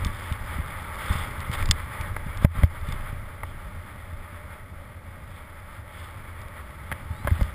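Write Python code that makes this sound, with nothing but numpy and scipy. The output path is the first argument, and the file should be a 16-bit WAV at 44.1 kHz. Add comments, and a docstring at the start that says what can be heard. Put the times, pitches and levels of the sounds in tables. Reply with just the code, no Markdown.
"""Skis hiss through deep powder, a roar of crystal grains under crisper spray, heard inside a closed camera case.
Wind rumbles on the case as lumpy low noise, and sudden bumps swing the camera until its springy mount rings.
Gear knocks and flicking twigs are struck resonances; a faint whistle and a thin squeak are gliding tones.
A limiter ducks the loudest peaks, and slow sampling with held values mirrors the sound into the treble."""
import sys
import numpy as np
from scipy import signal
from scipy.fft import rfft, irfft
from scipy.io import wavfile
from scipy.ndimage import uniform_filter1d, minimum_filter1d

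SR = 44100
rng = np.random.default_rng(int(sys.argv[2]) if len(sys.argv) > 2 else 0)


def transcribe(signal):
    """Save signal, clipped to [-1, 1], as a 16-bit WAV file at the path in sys.argv[1]."""
    frames = np.atleast_2d(signal).T
    limited = np.clip(frames, -1, 1)
    pcm = np.round(limited * 32767).astype(np.int16)
    wavfile.write(sys.argv[1], SR, pcm)


N = 332514
TIME, FREQS = np.arange(N) / SR, np.fft.rfftfreq(N, 1 / SR)

# airflow over the case, before the layer trims: t/s, level/dB
AIRFLOW = [(0, -39), (0.9, -41), (1.3, -36), (2.4, -42), (3.15, -43), (3.6, -40.5), (4.3, -44),
           (4.9, -43.5), (5.8, -45), (6.9, -41), (7.54, -38.5)]
# gusts of deep buffeting: middle t/s, length/s, level/dB
GUST_SWELLS = [(0.04, 0.13, -28), (0.554, 0.29, -33.5), (1.165, .16, -34), (1.673, 0.15, -26),
               (2.133, 0.15, -31.5), (2.42, 0.36, -32.5), (2.95, 0.21, -30), (3.203, 0.15, -35),
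               (3.527, 0.27, -42.5), (4.18, 0.135, -42), (7.27, 0.23, -50)]
# colour of the wind rumble: f/Hz, relative level per Hz/dB
RUMBLE_COLOUR = [(30, -9.5), (60, 0.5), (85, 1.5), (125, -8), (200, -10.5), (300, -22), (420, -26.5),
                 (1500, -68)]
# colour of the deepest wind lumps: f/Hz, relative level per Hz/dB
BUFFET_COLOUR = [(10, -9), (24, 9.5), (40, -0.5), (60, 1), (100, -2), (300, -71)]
# a faint sinking whistle: start t/s, length/s, start f/Hz, end f/Hz
WHISTLE_GLIDE = (7.03, 0.21, 925, 810)
# a thin rising squeak: start t/s, length/s, start f/Hz, end f/Hz
SQUEAK_GLIDE = (7.07, 0.21, 3200, 4380)
# twigs and lumps that hit the case: t/s, level before trim/dB, brightness/dB per octave
TICK_HITS = [(0.0477, -18, 2), (0.0674, -28.5, -1), (0.324, -23.5, -8), (1.404, -31.5, -3),
             (1.515, -25, -6), (1.5358, -21, -10), (1.6254, -21, -13), (1.5454, -35, -6), (1.5918, -32, -3),
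             (1.657, -23.5, 4), (1.6887, -21, -10), (1.711, -0.5, 0.0), (2.011, -25.5, -4.5),
             (2.373, -31.5, 0), (2.6444, -30, -1), (2.812, -39, -2), (2.8873, -30, -2), (2.9227, -28, -2),
             (6.4164, -34, -8), (6.483, -35, -10), (7.414, -35, 1), (7.4294, -27, -4)]
# resonances that ticks and crumbs ring with: f/Hz, relative level/dB, t60/s
SHELL_MODES = [(1120, -14, 0.015), (1620, -1, 0.0035), (2290, 0, 0.0087), (3040, -1, 0.0063),
               (3584, -0.5, 0.015), (4070, -3, 0.0052), (4850, 6, 0.0043), (5580, -5, 0.0031)]
# knocks of the gear: t/s, peak level/dB, brightness/dB per octave, favoured f/Hz
KNOCK_HITS = [(1.713, -24.5, 4.5, 920), (2.165, -18.5, 1.5, 1740), (2.424, -22.5, -8, 250),
              (2.448, -3, -3, 540), (2.450, -11.5, 2, 1600), (2.634, -15.5, 0.5, 575),
              (3.433, -19, -1, 855), (6.916, -16.5, -0.5, 870), (6.924, -20, 4, 1500),
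              (7.246, -26.5, -5, 860), (7.2731, -12, -1, 595), (7.276, -19, -2, 1770),
              (7.281, -23, 2, 1610), (7.306, -29, 4, 2020), (7.410, -21, -2.5, 595)]
# resonances that knocks ring with: f/Hz, relative level/dB, t60/s
GEAR_MODES = [(241, -14.5, 0.039), (575, -5.5, 0.033), (865, -1.5, 0.026), (1012, -4.5, 0.03),
              (1130, 7, 0.012), (1645, -1, 0.013), (1870, -4.5, 0.029), (2100, 3, 0.013),
              (2760, -7, 0.0076), (3230, -8, 0.017)]
# bumps that shove the camera: t/s, level/dB, swing f/Hz
BUMP_SHOVES = [(0.034, -26, 67.6), (0.06, -23.5, 165), (0.315, -17.5, 101), (0.584, -27, 170),
               (0.591, -19.5, 67), (1.101, -14, 63.5), (1.154, -22.5, 114), (1.496, -18, 107),
               (1.603, -30, 65), (1.692, -14, 67), (2.002, -23.5, 89), (2.264, -24.5, 129),
               (2.447, 4.5, 117), (2.553, -29, 139), (2.582, -17, 54.7), (2.623, -22, 130),
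               (2.635, -3.5, 81.5), (2.887, -19.5, 105), (3.128, -24, 107), (3.219, -29, 87),
               (3.437, -27, 82), (4.126, -33, 107), (6.92, -28, 93), (7.106, -23, 94), (7.249, -19.5, 101),
               (7.277, -19.5, 65), (7.314, -11, 81), (7.394, -22, 109), (7.413, -10, 56)]
# resonances of the mount, against the shove: f/Hz, relative level/dB, t60/s
MOUNT_MODES = [(82, -5.5, 0.18), (170, -1.5, 0.037), (263, -56, 0.029)]
# steady hiss of the skis, before a small trim: t/s, level/dB
GLIDE_LEVEL = [(0.0, -39), (0.67, -39.5), (1.22, -38), (1.55, -40), (1.7, -40), (2.04, -42.5),
               (2.27, -42.5), (2.56, -44), (2.96, -44), (3.11, -45.5), (3.44, -49), (4.37, -46.5),
               (4.68, -51), (6.19, -46.5), (6.7, -47), (7.54, -45.5)]
# swishes, where a ski digs in or a branch sweeps by: middle t/s, length/s, hiss level/dB, spray level/dB
SWISH_SWELLS = [(0.213, 0.17, -53, -47.5), (1.125, 0.21, -35.5, -41.5), (1.541, 0.034, -30, -37.5),
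                (1.605, 0.044, -33.5, -46.5), (1.993, 0.2, -40, -65), (2.44, 0.051, -40.5, -49),
                (2.584, 0.15, -40, -53.5), (2.898, 0.12, -43.5, -53.5), (3.07, 0.067, -41, -54),
                (3.48, 0.047, -61, -53.5), (3.913, 0.16, -48.5, -61), (4.52, .10, -45.5, -64),
                (5.33, .12, -61, -59), (6.02, 0.31, -63, -58.5), (7.364, 0.25, -44, -52.5)]
# colour of the ski hiss, before the case: f/Hz, relative level per Hz/dB
HISS_COLOUR = [(100, -7), (300, -4.5), (480, -4.5), (730, -6), (1100, 0.5), (1500, 2.5), (2250, 1),
               (2700, -12), (3500, -12.5), (3900, -18.5), (5200, -22.5), (5900, -48.5)]
# colour of the crisp spray, before the case: f/Hz, relative level per Hz/dB
SPRAY_COLOUR = [(500, -8), (1500, -10), (2400, 1), (3400, 13), (4000, -2), (5200, -3.5), (5900, -29.5)]
# resonances of the case: f/Hz, width at half the dB lift/Hz, lift/dB
CASE_RESONANCES = [(572, 120, 6.5), (859, 148, 8), (1203, 324, 7), (1886, 95, 3), (2105, 280, 3),
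                   (3500, 110, 1)]


def gain_of(db):
    """Decibels to amplitude."""
    return 10 ** (np.asarray(db) / 20)


def evened(x):
    """Scales to rms 1."""
    return x / np.sqrt(np.mean(x ** 2) + 1e-20)


def read(points):
    """Reads a spectrum table in dB at every frequency, along a log axis."""
    hz, db = np.transpose(points)
    return np.interp(np.log(FREQS + 1), np.log(hz), db)


def coloured(x, db):
    """Filters by a dB spectrum; rms 1."""
    return evened(irfft(rfft(x) * gain_of(db), N))


def drift(rate):
    """Slow random wander of rms 1, with little motion above rate in Hz."""
    spectrum = rfft(rng.standard_normal(N))
    return evened(irfft(spectrum / (1 + (FREQS / rate) ** 4), N))


def swell(middle, length):
    """A smooth rise and fall that passes half its height length seconds apart."""
    return 0.5 ** np.minimum((2 * (TIME - middle) / length) ** 2, 100)


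def add(mix, s, sound):
    """Mixes a sound in at s seconds."""
    part = mix[max(round(s * SR), 0):][:len(sound)]
    part += sound[:len(part)]


def grains(per_s, spread_db):
    """Random clicks, most of them small and a few large; rms 1."""
    size = gain_of(spread_db * np.minimum(rng.exponential(1, N), 4.5))
    sign = rng.choice([-1, 1], N)
    present = rng.random(N) < per_s / SR
    return evened(size * sign * present)


def hum(hz, sharpness):
    """Noise through one resonance; rms 1."""
    detune = FREQS / hz - hz / (FREQS + 1)
    resonance_db = -10 * np.log10(1 + (sharpness * detune) ** 2)
    return coloured(rng.standard_normal(N), resonance_db)


def strike(modes, lift_db, scrape_db, scrape_s, crack_db, crack_s):
    """A sharp contact and brief scrape excite the lifted modes, under the contact's dry crack; peak 1."""
    t = np.arange(SR // 12) / SR
    hz, mode_db, t60 = np.transpose(modes)[:, :, None]
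    force = gain_of(scrape_db) * rng.standard_normal(len(t)) * np.exp(-t / scrape_s)
    force[0] += 1  # the sharp contact
    detuned = hz * (1 + 0.0056 * rng.standard_normal(hz.shape))
    side = (-1) ** np.arange(len(hz))[:, None]  # neighbouring modes swing opposite ways
    decay = gain_of(mode_db + lift_db[:, None] - 60 * t / t60)
    ring = side * np.sin(2 * np.pi * detuned * t) * decay
    blow = signal.fftconvolve(force, ring.sum(0))[:len(t)]
    u = t / crack_s
    crack = u * (2 - u) * np.exp(-u)
    blow = blow / abs(blow).max() - gain_of(crack_db) * crack / crack.max()
    return blow / abs(blow).max()


def tone(glide, waver, ratio=1):
    """A thin tone that swells and fades as it glides, wavering a little, at ratio times the given pitch."""
    start, length, from_hz, to_hz = glide
    u = np.clip((TIME - start) / length, 0, 1)
    hz = ratio * (from_hz + (to_hz - from_hz) * u) * (1 + waver * drift(rate=113))
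    turns = np.cumsum(hz) / SR
    return np.sqrt(2) * np.sin(2 * np.pi * turns) * np.sin(np.pi * u)


def jolts(airflow, hz=95, length_s=0.0047):
    """Small unevennesses of the slope jog the camera at random, harder where the airflow is stronger."""
    t = np.arange(SR // 12) / SR
    jog = np.sin(2 * np.pi * hz * t) * t * np.exp(-t / length_s)
    jogs = signal.oaconvolve(grains(per_s=16, spread_db=1.5), jog)[:N]
    return airflow * evened(jogs) * gain_of(-9)


def wind():
    """Lumpy turbulence presses on the case, keeps the mount humming and blows a faint hollow note, over jolts."""
    airflow = gain_of(np.interp(TIME, *np.transpose(AIRFLOW)) + 0.5)
    gusts = sum(gain_of(db) * swell(s, length) for s, length, db in GUST_SWELLS)
    eddies = drift(rate=22)
    buffet = coloured(rng.standard_normal(N), read(BUFFET_COLOUR))
    buffet *= np.hypot(airflow * gain_of(-4.5), gusts) * gain_of(0.89 * eddies)
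    rumble = coloured(rng.standard_normal(N), read(RUMBLE_COLOUR))
    rumble *= gain_of(2.6 * eddies - 4.5)
    mount = hum(hz=85.6, sharpness=5.6) * gain_of(-2.5)
    hollow = hum(hz=591, sharpness=9.4) * gain_of(-55.5)
    body = (rumble + mount) * np.hypot(airflow, gusts * gain_of(-8))
    return buffet + body + hollow + jolts(airflow)


def whistle():
    """A faint wavering tone sinks over the hiss."""
    return gain_of(-52) * tone(WHISTLE_GLIDE, waver=0.012)


def squeak():
    """A thin rising tone, like a sleeve sliding faster and faster, and a weaker companion above it."""
    main = tone(SQUEAK_GLIDE, waver=0.003)
    companion = gain_of(-8) * tone(SQUEAK_GLIDE, waver=0.005, ratio=1.2)
    return gain_of(-61) * (main + companion)


def ticks():
    """Twigs and crumbs flick the shell of the case, exciting its short, bright modes."""
    out, octaves = np.zeros(N), np.log2(np.transpose(SHELL_MODES)[0])
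    for s, db, bright in TICK_HITS:
        tick = strike(SHELL_MODES, bright * octaves, scrape_db=-15, scrape_s=0.002, crack_db=-6, crack_s=0.00005)
        add(out, s, gain_of(db - 0.5) * tick)
    return out


def knocks(focus_db=8):
    """Hard gear clacks; where it lands decides which modes are favoured."""
    out, mode_hz = np.zeros(N), np.transpose(GEAR_MODES)[0]
    for s, db, bright, hz in KNOCK_HITS:
        octaves = np.log2(mode_hz / hz)
        nearness = np.exp(-(octaves / 0.2) ** 2)
        lift_db = bright * octaves + focus_db * nearness
        knock = strike(GEAR_MODES, lift_db, scrape_db=-18, scrape_s=0.002, crack_db=-7.5, crack_s=0.00025)
        add(out, s, gain_of(db) * knock)
    return out


def bumps(rise_cycles=0.55, softness=2.66):
    """Each bump swings the camera once or twice; the mount then rings out."""
    out, t = np.zeros(N), np.arange(SR // 4) / SR
    ring = sum(np.sin(2 * np.pi * hz * t) * gain_of(db - 60 * t / t60) for hz, db, t60 in MOUNT_MODES)
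    for s, db, hz in BUMP_SHOVES:
        u = t * hz / rise_cycles  # the shove's envelope peaks at u = 1
        shove = np.sin(2 * np.pi * hz * t) * (u * np.exp(1 - u)) ** softness
        ring_in = 1 - np.exp(-3 * u)
        add(out, s, gain_of(db) * (shove + ring * ring_in))
    return out


def snow(spray_under_db=-15.5, spray_growth=1.17):
    """Crystals shear under the skis; crisper spray flies up and drops crumbs on the case; swishes swell all."""
    glide_db = np.interp(TIME, *np.transpose(GLIDE_LEVEL)) + 0.5
    hiss_level = gain_of(glide_db)
    # the spray lies under the hiss and follows its level changes more steeply
    mean_db = glide_db.mean()
    spray_level = gain_of(mean_db + spray_under_db + spray_growth * (glide_db - mean_db))
    for s, length, hiss_db, spray_db in SWISH_SWELLS:
        swish = swell(s, length)
        hiss_level = np.hypot(hiss_level, gain_of(hiss_db) * swish)
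        spray_level = np.hypot(spray_level, gain_of(spray_db) * swish)
    case_db = sum(db / (1 + (2 * (FREQS - hz) / width) ** 4) for hz, width, db in CASE_RESONANCES)
    pressure = drift(rate=8.9)  # the load on the skis flutters over uneven snow
    hiss = coloured(grains(per_s=9000, spread_db=2.0), read(HISS_COLOUR) + case_db)
    hiss *= hiss_level * gain_of(1.08 * pressure)
    spray = coloured(grains(per_s=3700, spread_db=0.5), read(SPRAY_COLOUR) + case_db)
    spray *= spray_level * gain_of(1.74 * pressure)
    spray *= gain_of(1.1 * drift(rate=120) - 1.7)  # it arrives in small crunchy clumps
    no_lift = np.zeros(len(SHELL_MODES))
    crumb = strike(SHELL_MODES, no_lift, scrape_db=-7, scrape_s=0.0046, crack_db=-13, crack_s=0.00005)
    crumbs = evened(signal.oaconvolve(grains(per_s=40, spread_db=1.0), evened(crumb))[:N])
    crumbs *= spray_level * gain_of(-9.5)
    return hiss + spray + crumbs


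def scene():
    """Everything reaches one microphone, fed alike to both channels."""
    tones = whistle()
    mono = snow() + wind() + bumps() + knocks() + ticks() + tones + squeak()
    return np.tile(mono, (2, 1))


def limit(x, ceiling_db=-7, recover_db_per_s=170, smooth_s=0.002):
    """Turns the gain down when the sound passes the ceiling, holds it briefly, then lets it back up."""
    level = uniform_filter1d(abs(x[0]), size=48)
    over_db = np.maximum(20 * np.log10(level + 1e-9) - ceiling_db, 0)
    over_db = -minimum_filter1d(-over_db, size=1401, origin=700)  # holds the peak for 1400 samples
    fall = TIME * recover_db_per_s
    held_db = np.maximum.accumulate(over_db + fall) - fall
    keep = np.exp(-1 / (smooth_s * SR))
    cut_db = signal.lfilter([1 - keep], [1, -keep], held_db)
    return x / gain_of(cut_db)


def record(dry, full_scale=0.87, hold_hz=12000, edge_hz=15380):
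    """Limiter and soft overload, slow sampling with held values (treble mirror images), then the band limit."""
    loud = limit(dry)
    loud = loud / (1 + (loud / full_scale) ** 4) ** (1 / 4)
    slow = signal.resample_poly(loud, hold_hz, SR, axis=1)
    steps = np.repeat(slow, 4, axis=1)
    held = signal.resample_poly(steps, SR, 4 * hold_hz, axis=1)[:, :N]
    band_limit = signal.firwin(511, edge_hz, window=("kaiser", 9), fs=SR)
    return signal.oaconvolve(held, band_limit[None], "same")


dry = scene()
out = record(dry)
transcribe(out)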